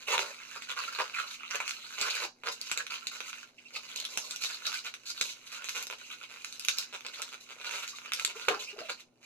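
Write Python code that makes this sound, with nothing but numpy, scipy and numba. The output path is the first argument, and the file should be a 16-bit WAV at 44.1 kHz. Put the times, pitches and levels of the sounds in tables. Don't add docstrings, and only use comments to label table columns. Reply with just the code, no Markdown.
import sys
import numpy as np
from scipy import signal
from scipy.fft import rfft, irfft, next_fast_len
from scipy.io import wavfile
from scipy.ndimage import uniform_filter1d, map_coordinates
from numba import njit

SR = 44100
rng = np.random.default_rng(int(sys.argv[2]) if len(sys.argv) > 2 else 0)


def store_wav(level_fs):
    pcm = np.round(np.clip(np.atleast_2d(level_fs), -1, 1) * 32767)
    wavfile.write(sys.argv[1], SR, pcm.T.astype(np.int16))


N = 408220

# (start [s], length [s], relative rubbing level at mid-stroke [dB], swell start to end [dB],
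# air tube drive [dB], sharpness = crease drive [dB], resonance of the gripped patch [Hz],
# low panel drive [dB], high panel drive [dB]); drives are relative to the rubbing level
STROKES = [(0.066, 0.068, -35.0, 10, -3.5, -2.5, 1910, -9, -18),
           (0.183, 0.033, -38, -3, -2, -0.34, 1880, -17, -5),
           (0.216, 0.086, -47.5, -9, 3, 0.01, 1440, -16, -20),
           (0.302, 0.055, -57.0, -2, -2, -2, 1250, 0, -18),
           (0.378, 0.12, -50.5, -1, -24, -6, 2153, -6, -27),
           (0.502, 0.044, -51.0, 1, -15, 0.76, 2162, -1, -7),
           (0.549, 0.019, -46, -1, -1, -1.5, 1116, -21, -6),
           (0.61, 0.035, -53.0, 0, -20, 2.5, 1987, -4, -7),
           (0.681, 0.037, -38.0, -1, -19, -6.0, 1650, -19, -10.5),
           (0.758, 0.039, -41.5, 9, -29, -6, 1359, -6, -9),
           (0.813, 0.076, -45.5, 1, -10, -2.0, 1910, -2, -8),
           (0.917, 0.061, -41.5, -3, -17, -6, 1650, -16, -6),
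           (0.984, 0.037, -35.5, -3, -4, -8.0, 1110, -12, -16),
           (1.027, 0.087, -52, 0, -8, -6, 1806, -2, -9),
           (1.13, 0.065, -40.5, 2, -36, -5.5, 1903, -2, -10.5),
           (1.185, 0.055, -44, -0.5, -7, -3.5, 1449, -20, -6),
           (1.252, 0.095, -49, 7, -39, 1.0, 2343, -6, -7.5),
           (1.388, 0.07, -46, 3, -37, -23, 2443, -5.5, -35),
           (1.492, 0.057, -41.5, 3, -16, -4, 1784, -14, -8),
           (1.535, 0.025, -44.5, 2, -4, -4.5, 1514, 3.5, -11),
           (1.598, 0.032, -42, -6, -22, -12.0, 1505, -15, -19),
           (1.646, 0.033, -46.0, 2, -29, -0.35, 1900, -9, -20),
           (1.683, 0.063, -52.0, 1, -31, 4.5, 2270, -3, -19),
           (1.74, 0.13, -55.5, 4, -20, -1.44, 2525, 1.5, 2),
           (1.894, 0.062, -50.5, -3, -24, 0.72, 2012, -4, -8),
           (1.972, 0.11, -38.0, 4, -9.5, -2.5, 1757, -8, -11),
           (2.095, 0.1, -45, -11, -11, -1.5, 2310, 0, -5),
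           (2.176, 0.075, -45.5, 10, -1.5, -0.85, 1697, -8, -7),
           (2.447, 0.041, -39.5, 3.5, -4, -7, 1610, -22, -11),
           (2.511, 0.015, -50.5, -6, -3, 15, 2199, -12, -17),
           (2.61, 0.12, -48, 10, -31, 1.2, 2448, -24, -11), (2.735, 0.072, -54, 11, -5, 2.5, 1909, 3, -12),
           (2.9, 0.054, -38.5, 2, -19, -6, 2245, -11.5, -10),
           (3.106, 0.077, -51, -3, -8, 3.5, 1949, -3, -18), (3.213, 0.087, -56, 13, -27, 5, 2329, 0.5, -9),
           (3.339, 0.1, -54.5, -4, -40, -1.16, 2282, -4.5, -20),
           (3.725, 0.041, -50.0, 8, -4, -0.43, 2693, -8, -0.5),
           (3.799, 0.04, -54.0, 0, -17, -2.5, 2685, -29, -20),
           (3.878, 0.039, -52.0, 1, -16, -1.67, 2650, -27, 2.5),
           (3.95, 0.077, -53.5, -2.5, -1.5, 4.5, 2780, -26, 2),
           (4.081, 0.2, -57.5, 2, 2, 11, 2583, -10, 0.5), (4.292, 0.1, -56, -7.5, -22, 9.0, 2203, -5, -6),
           (4.403, 0.062, -44, 1, -15, 7.5, 2426, -2.5, 0),
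           (4.474, 0.093, -53, -4, -10, 5.5, 2200, -3, 2.5),
           (4.618, 0.02, -54.0, -0.5, -13, 4.5, 2089, -1, 4),
           (4.637, 0.064, -47, 2, -10.5, 3.5, 2423, -0.5, -2),
           (4.73, 0.052, -44, -2, -25, 3.5, 2574, -3.5, -3),
           (4.837, 0.041, -48, -1, -13, -2.5, 2075, -4, -9),
           (5.052, 0.055, -50.0, 2, -19, 7.5, 2505, -15, 2.5),
           (5.14, 0.07, -51.0, 5, -23, 2.01, 2710, -7, -4),
           (5.228, 0.095, -46.0, -5, -15, 4.5, 2827, -32, -16),
           (5.451, 0.033, -55, -0.5, -28, 3.5, 2313, -12, -2),
           (5.514, 0.054, -44, -3, -14.5, 0.5, 1901, -19, -6.5),
           (5.595, 0.04, -50.5, 0, -8, -5.5, 2100, -11, -19),
           (5.644, 0.11, -49.5, 1, -16, 3.5, 2300, -22, -14),
           (5.743, 0.083, -45, -2.5, -6.5, 2.5, 1984, -17, -11),
           (5.974, 0.11, -56, 0.5, -14, 1.12, 2399, -10, -5.5),
           (6.091, 0.04, -47.5, 3, -22, -3.5, 2559, -7, -8),
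           (6.191, 0.035, -51.5, 0, -8, -8.5, 2444, -2, -12),
           (6.225, 0.025, -47.0, -2.5, -23, -7.5, 2448, -22, -26),
           (6.287, 0.14, -56.0, 1, -9, -0.5, 2249, -13, -15),
           (6.434, 0.13, -59.5, -6, -12, 9, 2632, -1, -2),
           (6.59, 0.099, -55.5, -9, -35.5, 5, 2764, -8, -11),
           (6.68, 0.087, -51.5, -13, -13, 7, 2318, 2, -1),
           (6.761, 0.067, -47.5, -2, -15, 6.5, 2120, -5, -3),
           (7.044, 0.043, -52.5, -9, 3.5, -6.0, 2400, 0, 3),
           (7.122, 0.033, -49.5, 3, -14, -0.2, 2319, -12, -16),
           (7.171, 0.061, -53, -1.5, -1.5, -1.17, 2005, 2, -1),
           (7.262, 0.04, -58.0, 0, -21, 2.5, 2696, -7, 7),
           (7.397, 0.038, -59.5, -3, -7.5, 9.5, 2446, -20.5, -11),
           (7.546, 0.076, -55.0, 9, -0.5, -8.5, 2373, -3, -19),
           (7.644, 0.044, -50, 2, -4, 1.93, 2401, -3, 1),
           (7.699, 0.097, -46.0, 1.5, -12, 2.5, 2202, -6, -4.5),
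           (7.813, 0.033, -46.5, -1.5, -19, 1.5, 2498, -6, -9),
           (7.869, 0.034, -53.5, -2.5, -24, 10.5, 2400, -18, 1),
           (7.946, 0.036, -58.0, 0, -17, 8.5, 2511, -17, -3),
           (8.03, 0.073, -55, 2, -11, -9.5, 1999, -2, -22),
           (8.118, 0.11, -51.5, 10, -10, 4, 2381, 0.5, -11),
           (8.272, 0.029, -46.5, 3.5, -2.5, -3.5, 2480, -18, -12),
           (8.346, 0.14, -51.5, -5, -8.5, 0.33, 2104, -5, -6),
           (8.494, 0.085, -43.0, -18, 0.5, -7.5, 1399, -7, -11),
           (8.591, 0.054, -45.5, -13, -7, 2.4, 2783, -23, -3.5),
           (8.66, 0.047, -53.5, 0, -8, 0.2, 2581, -25, -11),
           (8.778, 0.043, -48, -2, -19, -12.5, 1445, -14, -3),
           (8.887, 0.031, -48.5, -1.5, -6, 1, 1899, 0, -3),
           (8.991, 0.0087, -50, -1, -37, 1.5, 2677, -32, -28)]
ATTACK_S, RELEASE_DB_PER_S = .012, 600
# (time [s], relative level [dB])
CREEP_LEVEL = [(0.0, -53.0), (1.45, -57.0), (1.95, -55.0), (2.25, -45.0), (2.29, -85.0), (2.42, -69),
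               (2.5, -59.0), (3.42, -56.0), (3.52, -73), (3.62, -68), (3.68, -61), (3.8, -55.0),
               (4.9, -55.0), (4.99, -62.0), (5.1, -60.0), (5.4, -60.0), (6.9, -59.0), (7.34, -57),
               (7.44, -66), (7.5, -57), (8.62, -55), (8.73, -63.5), (8.84, -57), (9.01, -59.5),
               (9.06, -85.5), (9.2, -74.5), (9.26, -51.5)]
CREEP_TUBE_DB, CREEP_SHARP_DB, CREEP_HZ = -13.5, -0.5, 2140
CREEP_SWING_DB, CREEP_SHIFTS_PER_S = 3, 22
# (low [dB], high [dB])
CREEP_PANELS_DB = [-12.5, -12.5]
SLIPS_PER_S, SLIPS_AT_DB, DOUBLING_DB, SHARP_DOUBLING_DB = 295, -47, 26, 7
# (resonance [Hz], damping [0-1], relative level [dB])
SKIN_PANELS = [(1494, 0.3, -3), (4083, 0.28, 2)]
# (frequency [Hz], relative level [dB])
SKIN_SPECTRUM = [(100, -34.5), (600, -70), (950, 11.5), (1400, 8.5), (1820, 2.5), (2300, 9), (2850, 12),
                 (3600, 0.5), (5000, -13), (10000, -60.5)]
# (frequency [Hz], relative level [dB])
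TUBE_SPECTRUM = [(30, -33), (200, -23), (320, -11.5), (430, 2.5), (520, 6), (630, 3), (780, -3.5),
                 (1050, 7.5), (1350, -95.5), (2500, -37.5)]
# (frequency [Hz], relative level [dB])
CREASE_SPECTRUM = [(800, -89.5), (2300, -7.5), (3100, -24), (3800, -0.5), (4700, -6.5), (6500, -1.5),
                   (8000, -8), (9200, -16.5), (11600, -10), (12800, -18), (16000, -32.5)]

# (time [s], relative level on the taut skin [dB], then relative to it:
# air tube [dB], creases [dB], push of air [dB])
SNAPS = [(0.1475, -21, 0, -24, -49.5), (0.179, -13, -10, -5, -31), (0.1913, -16, -5, -9, -43),
         (0.5605, -30.5, -10, -8, -40), (0.621, -27.5, -45, -3, -22), (0.6715, -36, -29, -8, -45),
         (0.988, -20, -6, -11, -45), (1.0077, -25, -1, -2, -46), (1.5456, -23, -5, -16, -41),
         (1.5548, -21, -7, 1, -38), (1.5478, -25, -9, -7, -41), (1.6019, -20.5, -7.5, -9, -53),
         (1.6028, -20, -12, -8.5, -50), (1.6779, -19.5, -35, -0.5, -45), (1.693, -22, -29.5, 0.5, -43),
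         (1.7086, -21.5, -38, -1.5, -43), (2.0126, -30.5, -27, 18, -5), (2.1523, -28.5, -11, 7.5, -35),
         (2.435, -27, -9, -14, -27), (2.483, -20, -7, -16, -30), (2.613, -36, -8, 17.5, -15),
         (2.6962, -32, -30, -16, -42), (2.7145, -15.5, -19, 0.5, -22), (2.7746, -17, -17, 2, -30),
         (2.8659, -26, -38, -4, -42), (2.9002, -34, -37, -12, -44), (2.9058, -33, -26, -9, -44),
         (2.9202, -27.5, -19, -4, -41), (2.9347, -29, -24, -18, -44), (3.0691, -25, -17, 8, -17),
         (3.2038, -23, -11.5, -6, -43), (3.3294, -26, -46, -9, -44.5), (3.9607, -32, -15, 11.5, -30),
         (3.9757, -44, -10, 15, -36.5), (4, -37.5, -11, 16, -21), (4.0238, -36, -12, 0, -28),
         (4.0506, -29, -32, 6, -40), (4.1733, -16.5, -15, 2.5, -17), (4.3087, -29, -13, 9.5, -28),
         (4.36, -33, -21, 12, -10), (4.4204, -28.5, -25, 2.5, -37), (4.4372, -21, -31, 2, -18),
         (4.4463, -22.5, -17, -2, -29), (4.6663, -23, -23, 6.5, -25.5), (4.718, -26, -25, -7, -42),
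         (4.7277, -23.5, -22, -5.5, -43.5), (4.9391, -27, -35, -3.5, -36.5), (5.1032, -33, -31, -4, -37.5),
         (5.2115, -14, -15.5, 3, -18.5), (5.6208, -31, -14, -14, -40), (5.6426, -29, -12, 3.5, -37),
         (5.687, -24, -27, -2.5, -50), (5.692, -21, -41, 2, -50), (5.6963, -32, -32, -2, -45),
         (5.7754, -26.5, -16, -1, -36), (5.826, -35, -10, 13.5, -16), (5.8681, -29, -12, 4.5, -23),
         (5.899, -24.5, -10, -6.5, -28), (5.9093, -29, -5, -1, -38), (6.2295, -35, -24, -5, -40),
         (6.3603, -34, -18, -11, -33), (6.4197, -43, -25, 6.5, -40), (6.4455, -22, -39, 0.5, -51),
         (6.595, -31.5, -39.5, 10.5, -32), (6.525, -35, -35, 7, -40), (6.6118, -44, -34, -5, -40),
         (6.6238, -38, -33, -5, -41.5), (6.6488, -26.5, -31, 7, -38), (6.6842, -11, -22.5, 1, -34),
         (6.784, -21.5, -16.5, 10.5, -23), (7.0073, -32.5, -18, -3.5, -40), (7.0495, -34, -6, -11, -40),
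         (7.0639, -26, -24, 1.5, -22), (7.218, -23.5, -19, 5, -48), (7.2233, -27.5, -20, 6.5, -40),
         (7.5856, -39, -20, -8.5, -40), (7.613, -30, -25, -5.5, -38), (7.6449, -26, -18, -7, -36),
         (7.6928, -24.5, -18, -5.5, -36), (7.7103, -23, -28, -7.5, -35), (7.8772, -28.5, -28, 1, -38),
         (7.9851, -29.5, -14, -8, -40), (8.0168, -35.5, -19, -13, -40), (8.0588, -29.5, -28, -8, -42),
         (8.1194, -17.5, -41, -7.5, -49), (8.134, -18.5, -28, 5, -46), (8.1964, -19, -35, -3, -45),
         (8.2483, -13.5, -24, 5.5, -26), (8.3961, -29.5, -15, -7, -37.5), (8.483, -8, -6, -16, -30.5),
         (8.4859, -13, -3.5, -4.5, -39), (8.6501, -41, -19, 1, -40), (8.8948, -21.5, -22, -10.5, -40),
         (9.0054, -40, -20, 0, -40)]
# (frequency [Hz], relative level [dB])
FOLD_SPECTRUM = [(100, -65), (650, -22.5), (1050, -1), (1400, 7), (1850, 0), (2300, 8), (2680, 10.5),
                 (3150, 4.5), (4000, 4.5), (10000, -80.5)]
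# (frequency [Hz], relative level [dB])
CRACK_SPECTRUM = [(800, -62.5), (2300, -9.5), (3100, -8.5), (3800, -1), (4700, -1), (6500, -0.5),
                  (8000, -3.5), (9200, -11.5), (11600, -8), (12800, -19.5), (16000, -27)]
# (frequency [Hz], relative level [dB])
PUFF_SPECTRUM = [(20, -32), (60, -29), (130, -22.5), (260, -22), (420, -30), (900, -19.5), (2000, -53.5)]
# (start [s], length [s], rate [slips/s], relative base level on the skin [dB],
# air tube relative to the skin [dB])
CREAKS = [(0.134, 0.026, 250, -23, -9.5), (0.207, 0.017, 210, -31, -15), (0.759, 0.036, 170, -30.5, -10),
          (1.176, 0.049, 140, -33, -24), (1.62, 0.037, 160, -36, -15), (2.05, .04, 167, -28, -8),
          (2.444, 0.051, 145, -34.5, 2), (3.882, 0.033, 244, -41, -25), (4.491, 0.019, 210, -34, -19),
          (4.68, .026, 169, -36.5, -21), (4.847, 0.043, 222, -31, -19.5), (5.749, 0.025, 170, -26, -16),
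          (5.811, 0.0221, 205, -35, -10.5), (5.916, 0.027, 110, -30, -6.5), (6.29, .035, 135, -39.5, -10),
          (6.9266, 0.038, 190, -30.5, -7.5), (7.18, 0.019, 129, -32, -15), (7.3195, 0.032, 141, -30.5, -13),
          (7.49, 0.033, 121, -33, -7.5), (7.641, 0.037, 166, -32, -19.5), (7.698, 0.11, 202, -30.5, -12),
          (7.818, 0.029, 230, -30, -19), (8.297, 0.019, 180, -30, -12), (8.784, .042, 130, -43, -17),
          (8.886, 0.028, 201, -30, -4.5)]
CREAK_CREASE_DB, CREAK_PUSH_DB = -5.5, -41
# (start [s], length [s], first pitch [Hz], last pitch [Hz],
# relative level [dB], roughness [factor])
SQUEALS = [(0.133, 0.02, 946, 950, -32.5, 0.57), (0.765, 0.018, 1110, 1290, -41, 0.86),
           (0.875, .022, 1326, 1407, -42, 0.22), (0.989, 0.037, 1129, 1003, -38.5, 0.87),
           (1.142, 0.0096, 2060, 2490, -35, 0.66), (1.159, 0.011, 2356, 1930, -37, 0.95),
           (1.198, 0.0058, 1350, 1380, -35, 0.2), (2.038, 0.04, 1183, 1419, -43, 0.59),
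           (2.235, 0.022, 964.5, 783, -45.5, 0.86), (2.235, 0.031, 330.6, 351.7, -54.5, 0.06),
           (2.8, 0.054, 510.3, 458, -63, 0.03), (3.02, 0.02, 1298, 1423, -51, 0.18),
           (3.537, 0.15, 2222, 2536, -91, 1.12), (3.58, 0.017, 2500, 2806, -51, 0.64),
           (3.651, 0.027, 2600, 2644, -53.5, 0.4), (3.749, 0.023, 2450, 2658, -41, 0.73),
           (3.967, .011, 3890, 4180, -40, 0.53), (3.987, .003, 2900, 3100, -36, 0.3),
           (4.001, 0.0057, 4080, 4300, -37, 0.35), (4.051, 0.0027, 2905, 4360, -30.5, 0.44),
           (4.233, .024, 1121, 1050, -54, .4), (4.33, 0.021, 1385, 1497, -51, 0.42),
           (4.748, .018, 2886, 2211, -41, 1.24), (4.768, 0.017, 2390, 2230, -43.5, 0.2),
           (5.538, 0.098, 1297, 1501, -55.5, 0.36), (7.132, .012, 2057, 2400, -50.5, 0.79),
           (7.138, .014, 3717, 4090, -44, 0.89), (7.93, 0.019, 1121, 1230, -52, 0.3),
           (8.355, 0.02, 407.1, 475.3, -50, 0.23), (8.481, .016, 530, 480.4, -29.5, .5),
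           (8.487, 0.051, 320, 292, -50.5, 1), (8.499, 0.027, 458, 417, -37.5, 0.56),
           (8.533, .03, 450, 397, -46, .8), (8.524, 0.025, 1014, 1070, -41.5, 0.77),
           (8.565, 0.026, 780, 830, -55, .2), (8.501, 0.015, 710.2, 769.6, -35, .5),
           (8.667, 0.045, 2531, 2810, -46, 0.4), (8.728, 0.027, 394.8, 448.6, -52.5, 0.29),
           (8.762, 0.00865, 600, 635, -51, 0.81), (8.78, .014, 440, 454, -45.5, 0.3),
           (8.793, 0.0294, 511, 560, -49.5, 1.14), (8.812, .014, 628, 680, -43, 0.27),
           (8.841, 0.024, 672, 615, -50, 0), (8.89, 0.023, 558, 488, -46.5, 0.4)]

# (mean delay [ms], left level [dB], right level [dB], lag at the right port [ms])
ECHOES = [(5.047, -5.5, -12, 0.49), (8.3, -6.5, -12, 0.2), (11.995, -6, -10.5, 0.6),
          (15.76, -10, -18.5, 0.15), (17.64, -51, -31, 0.4), (19.72, -11.5, -35, 0.25),
          (27.3, -10, -24, 0.2)]
# (frequency [Hz], t60 [s])
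ROOM_T60 = [(200, 0.032), (800, 0.24), (2200, 0.12), (5500, 0.25), (12000, 0.088)]
# (frequency [Hz], gain [dB], t60 [s])
WALL_MODES = [(385, -2, .15), (417, 3, .24), (463, 2, .17), (529, -4, .2), (634, -8, .25), (710, -8, .25),
              (764, -2, .3)]
# (frequency [Hz], relative level [dB])
AIR_SPECTRUM = [(15, 0), (25, -18.5), (264, 1.5), (354, 2), (749, -3), (1670, -22.5), (2780, -20.5),
                (5140, -36), (9270, -20), (10000, -22), (15000, -35)]
# (frequency [Hz], relative level [dB])
HUM_TONES = [(120, -85), (243.5, -75)]
# (frequency [Hz], gain [dB])
LEFT_COLOUR = [(200, 0), (500, 0), (700, -1), (1150, 0), (1430, -5), (1650, 0), (2150, 0), (2600, -3),
               (3700, 2), (4500, -2.5), (5000, -.5), (6000, -7.5), (8000, -1), (9200, -4), (11600, -.5)]
# (frequency [Hz], gain [dB])
RIGHT_COLOUR = [(200, 0), (520, -1), (1120, 0), (1460, 7), (1850, -4), (2550, 6), (3400, -1), (4350, 4),
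                (5300, 0), (6400, 5), (8200, -10), (11600, -5), (13000, -12), (16000, -24)]
TOP_HZ = 16000


def rubbing(skin_db=-7, patch_db=-10, sing_db=-8, tube_db=-6.5, crease_db=-3, fizz_db=0, fold_hz=5400):
    skin_damping, patch_damping = 1.0, .25
    patch_wander, fold_wander, fold_share = .15, .3, .45

    def moving_ring(x, hz, damping):
        step = 2 * np.pi * np.clip(hz, 500, 8000) / SR
        return unit(resonate(x, step, damping))

    drive, tension_hz = fingers()
    slips = stick_slip(drive[0], drive[2] / drive[0])
    fizz = slips + amp(fizz_db) * rng.standard_normal(N)
    skin = unit(through(slips, ring(SKIN_SPECTRUM)))
    tube = unit(through(slips, ring(TUBE_SPECTRUM)))
    crease = unit(through(fizz, ring(CREASE_SPECTRUM)))

    patch = moving_ring(skin, tension_hz * np.exp(patch_wander * wobble(90)), patch_damping)
    membrane = amp(skin_db) * moving_ring(skin, tension_hz, skin_damping)
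    membrane += amp(patch_db) * patch
    membrane += amp(sing_db) * singing(tension_hz)

    folds = moving_ring(crease, fold_hz * np.exp(fold_wander * wobble(140)), patch_damping)
    crease = unit(crease + fold_share * folds)

    out = drive[0] * membrane
    out += drive[1] * amp(tube_db) * tube
    out += drive[2] * amp(crease_db) * crease
    return out + panels(slips, drive[3:])


def fingers():
    t = np.arange(N) / SR
    swing_db = CREEP_SWING_DB * np.tanh(wobble(CREEP_SHIFTS_PER_S))
    creep = amp(np.interp(t, *np.transpose(CREEP_LEVEL)) + swing_db) ** 2
    creep_db = np.array([0, CREEP_TUBE_DB, CREEP_SHARP_DB, CREEP_PANELS_DB[0], CREEP_PANELS_DB[1]])
    power = creep * amp(creep_db[:, None]) ** 2
    weighted_hz = creep * CREEP_HZ
    age = t[:SR // 2]
    for s, length, db, swell_db, tube_db, sharp_db, hz, low_db, high_db in STROKES:
        hold_db = db + swell_db * (np.minimum(age / length, 1) - .5)
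        release_db = RELEASE_DB_PER_S * np.maximum(age - length, 0)
        attack = np.minimum(age / ATTACK_S, 1)
        stroke = (attack * amp(hold_db - release_db)) ** 2
        for row, part_db in zip(power, (0, tube_db, sharp_db, low_db, high_db)):
            add(row, s, stroke * amp(part_db) ** 2)
        add(weighted_hz, s, stroke * hz)
    return np.sqrt(power), weighted_hz / power[0]


def stick_slip(effort, sharpness, scatter=.3, size_db=4, tear=0.54, clump_db=3.0, clump_rate=60):
    tear_s, hiss, slowest_per_s, fastest_per_s = .0009, .17, 150, 1500
    doublings = (20 * np.log10(effort) - SLIPS_AT_DB) / DOUBLING_DB
    doublings += 20 * np.log10(sharpness) / SHARP_DOUBLING_DB
    rate = np.clip(SLIPS_PER_S * 2 ** doublings, slowest_per_s, fastest_per_s)
    rate = rate * np.exp(scatter * wobble(40) + scatter * wobble(400))
    at = np.flatnonzero(np.diff(np.floor(np.cumsum(rate) / SR)))

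    jerks = np.zeros(N)
    uneven_db = size_db * 2 ** (-np.clip(doublings, -1, 1) / 2)
    jerks[at] = amp(uneven_db * np.clip(rng.standard_normal(N), -2, 2))[at]
    tear_decay = np.exp(-np.arange(SR // 100) / SR / tear_s)
    tearing = through(jerks, tear_decay) * rng.standard_normal(N)
    slips = jerks + tear * tearing

    power = uniform_filter1d(uniform_filter1d(slips ** 2, size=900), size=600)
    steady = slips / np.sqrt(np.abs(power) + 1e-6)
    clumps = amp(clump_db * np.tanh(wobble(clump_rate)))
    return (steady + hiss * rng.standard_normal(N)) * clumps


def singing(tension_hz):
    glide, glides_per_s, rough, bursts_per_s = .2, 110, .09, 90
    hz = tension_hz * np.exp(glide * wobble(glides_per_s) + rough * wobble(1500))
    phase = 2 * np.pi * np.cumsum(hz) / SR
    tone = np.sin(phase) + np.sin(2 * phase) / 2
    bursts = 1 + np.tanh(wobble(bursts_per_s))
    return unit(through(tone * bursts, ring(SKIN_SPECTRUM)))


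def panels(slips, drives, wander=0.11, flicker_db=5.0, flickers_per_s=130):
    out = np.zeros(N)
    for (hz, damping, db), drive in zip(SKIN_PANELS, drives):
        step = 2 * np.pi * hz * np.exp(wander * wobble(45)) / SR
        loss = np.clip(damping, .1, 1)
        ringing = resonate(resonate(slips, step, loss), step, loss)
        flicker = amp(flicker_db * np.clip(wobble(flickers_per_s), -2, 2))
        out += drive * amp(db) * unit(ringing * flicker)
    return out


@njit
def resonate(x, step, damping):
    out, low, band = np.zeros(len(x)), 0.0, 0.0
    for i in range(len(x)):
        low += step[i] * band
        band += step[i] * (x[i] - low - damping * band)
        out[i] = band / np.sqrt(step[i])
    return out


def snaps(skin_db=9, tube_db=7.0, crease_db=9, push_db=9, spread_ms=1.225, grain_hz=1400, size=2048, count=256):
    out, hz = np.zeros(N), np.fft.rfftfreq(size, 1 / SR)
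    air_tube, creases, puff = ring(TUBE_SPECTRUM), ring(CRACK_SPECTRUM), ring(PUFF_SPECTRUM)
    crumple_s = .0005
    age = np.arange(count) / SR / crumple_s
    crumples = rng.standard_normal((count, count)) * age * np.exp(-age)
    latenesses = rng.random((count, count))
    for (s, db, tube, crease, push), lateness, crumple in zip(SNAPS + creaks(), latenesses, crumples):
        late_ms = spread_ms * np.interp(hz / grain_hz, np.arange(count), lateness)
        jerk = irfft(np.exp(-2j * np.pi * np.cumsum(late_ms / 1000) * hz[1]))
        parts = (
            (air_tube, tube + tube_db),
            (fold(crease), skin_db),
            (through(creases, crumple), crease + crease_db),
        )
        for response, part_db in parts:
            sound = through(jerk, response)[:size // 2]
            add(out, s, amp(db + part_db) * sound / np.linalg.norm(sound))
        add(out, s, amp(db + push + push_db) * puff / np.linalg.norm(puff))
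    return out


def fold(crease_db, tilt_per_db=0.5, neutral_db=-3, steepest_db=10):
    tilt = np.clip(tilt_per_db * (crease_db - neutral_db), -steepest_db, steepest_db)
    return ring([(hz, db + tilt * np.log2(hz / 1000)) for hz, db in FOLD_SPECTRUM])


def creaks(size_db=2, arch_db=8, count=32):
    rows, scatter = [], .07
    for s, length, rate, db, tube in CREAKS:
        gaps, sizes = rng.standard_normal((2, count))
        ages = np.append(0, np.cumsum(np.exp(scatter * gaps)) / rate)
        arch = arch_db * (np.sin(np.pi * ages / length) - np.pi / 4)
        for age, swell, z in zip(ages, arch, sizes):
            if age < length:
                rows.append((s + age, db + swell + size_db * z, tube, CREAK_CREASE_DB, CREAK_PUSH_DB))
    return rows


def squeals(level_db=-2, overtone_db=-14, waver=0.148):
    out, unrest = np.zeros(N), wobble(600)
    for s, length, first_hz, last_hz, db, rough in SQUEALS:
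        u = np.linspace(0, 1, int(length * SR))
        glide_hz = first_hz + (last_hz - first_hz) * u
        hz = glide_hz * (1 + waver * rough * unrest[int(s * SR):][:len(u)])
        phase = 2 * np.pi * np.cumsum(hz) / SR
        tone = np.sin(phase) + amp(overtone_db) * (np.sin(2 * phase) + np.sin(3 * phase) / 2)
        envelope = np.sqrt(np.abs(np.sin(np.pi * u)))
        add(out, s, amp(db + level_db) * unit(tone * envelope))
    return out


def room(x, size=6144):
    hop = size // 2
    out, padded = np.zeros((2, N + size)), np.pad(x, size)[hop:]
    for start in range(0, N + hop, hop):
        piece = padded[start:start + size] * signal.get_window("hann", size)
        for port, path in zip(out, paths()):
            add(port, start / SR, signal.fftconvolve(piece, path))
    return out[:, hop:][:, :N]


def paths(lead_ms=0.07, sway_ms=0.18, tail_db=-5, build_s=0.00037):
    noise = rng.standard_normal((2, SR // 4))
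    hz, t, z = signal.stft(noise, SR, nperseg=256)
    decay = amp(-60 * t / along(ROOM_T60, hz)[:, None])
    build_up = 1 - np.exp(-t / build_s)
    tail = signal.istft(z * decay * build_up, SR, nperseg=256)[1]
    left, right = amp(tail_db) * tail / np.linalg.norm(tail[0])

    def sample(ms):
        return abs(round(ms * SR / 1000))

    left[0] += 1
    right[sample(lead_ms)] += 1
    for ms, left_db, right_db, lag_ms in ECHOES:
        arrival_ms = ms + sway_ms * rng.standard_normal()
        left[sample(arrival_ms)] += amp(left_db)
        right[sample(arrival_ms + lag_ms)] += amp(right_db)
    return left, right


def standing_waves(x):
    t = np.arange(SR // 2) / SR
    response = np.zeros(len(t))
    for hz, db, t60_s in WALL_MODES:
        fade = amp(-60 * t / t60_s)
        response += 2 * amp(db) * np.cos(2 * np.pi * hz * t) * fade / fade.sum()
    return through(x, response)


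def background(air_db=-71, apart_db=-7, waver_db=1.5):
    mid, side = (unit(through(rng.standard_normal(N), ring(AIR_SPECTRUM))) for _ in range(2))
    side = amp(apart_db) * side
    t = np.arange(N) / SR
    hum = np.zeros(N)
    for hz, db in HUM_TONES:
        level = amp(db + waver_db * wobble(8.9))
        hum += level * unit(np.sin(2 * np.pi * hz * t + 0.56 * wobble(6.8)))
    return hum + amp(air_db) * np.array([mid + side, mid - side])


def amp(db):
    return 10 ** (np.asarray(db) / 20)


def unit(x):
    return x / np.sqrt(np.mean(x ** 2) + 1e-20)


def along(points, hz):
    f, v = np.transpose(points)
    return np.interp(np.log(hz + 1), np.log(f + 1), v)


def wobble(rate):
    knots = rng.standard_normal(int(N * rate / SR) + 4)
    return map_coordinates(knots, [np.arange(N) * rate / SR])


def ring(spectrum, size=4096):
    gain = amp(along(spectrum, np.fft.rfftfreq(size, 1 / SR)))
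    cepstrum = irfft(np.log(gain))
    cepstrum[1:size // 2] *= 2
    cepstrum[size // 2 + 1:] = 0
    return irfft(np.exp(rfft(cepstrum)))[:size // 2]


def through(x, response):
    return signal.fftconvolve(x, response)[:len(x)]


def add(track, s, sound):
    part = track[max(round(s * SR), 0):][:len(sound)]
    part += sound[:len(part)]


def scene():
    balloon = rubbing() + snaps() + squeals()
    return room(balloon) + standing_waves(balloon) + background()


def record(dry):
    colours = (LEFT_COLOUR, RIGHT_COLOUR)
    ports = np.array([through(x, ring(colour)) for x, colour in zip(dry, colours)])
    size = next_fast_len(N + SR // 2)
    passband = np.fft.rfftfreq(size, 1 / SR) < TOP_HZ
    return irfft(rfft(ports, size) * passband, size)[:, :N]


dry = scene()
out = record(dry)
store_wav(out)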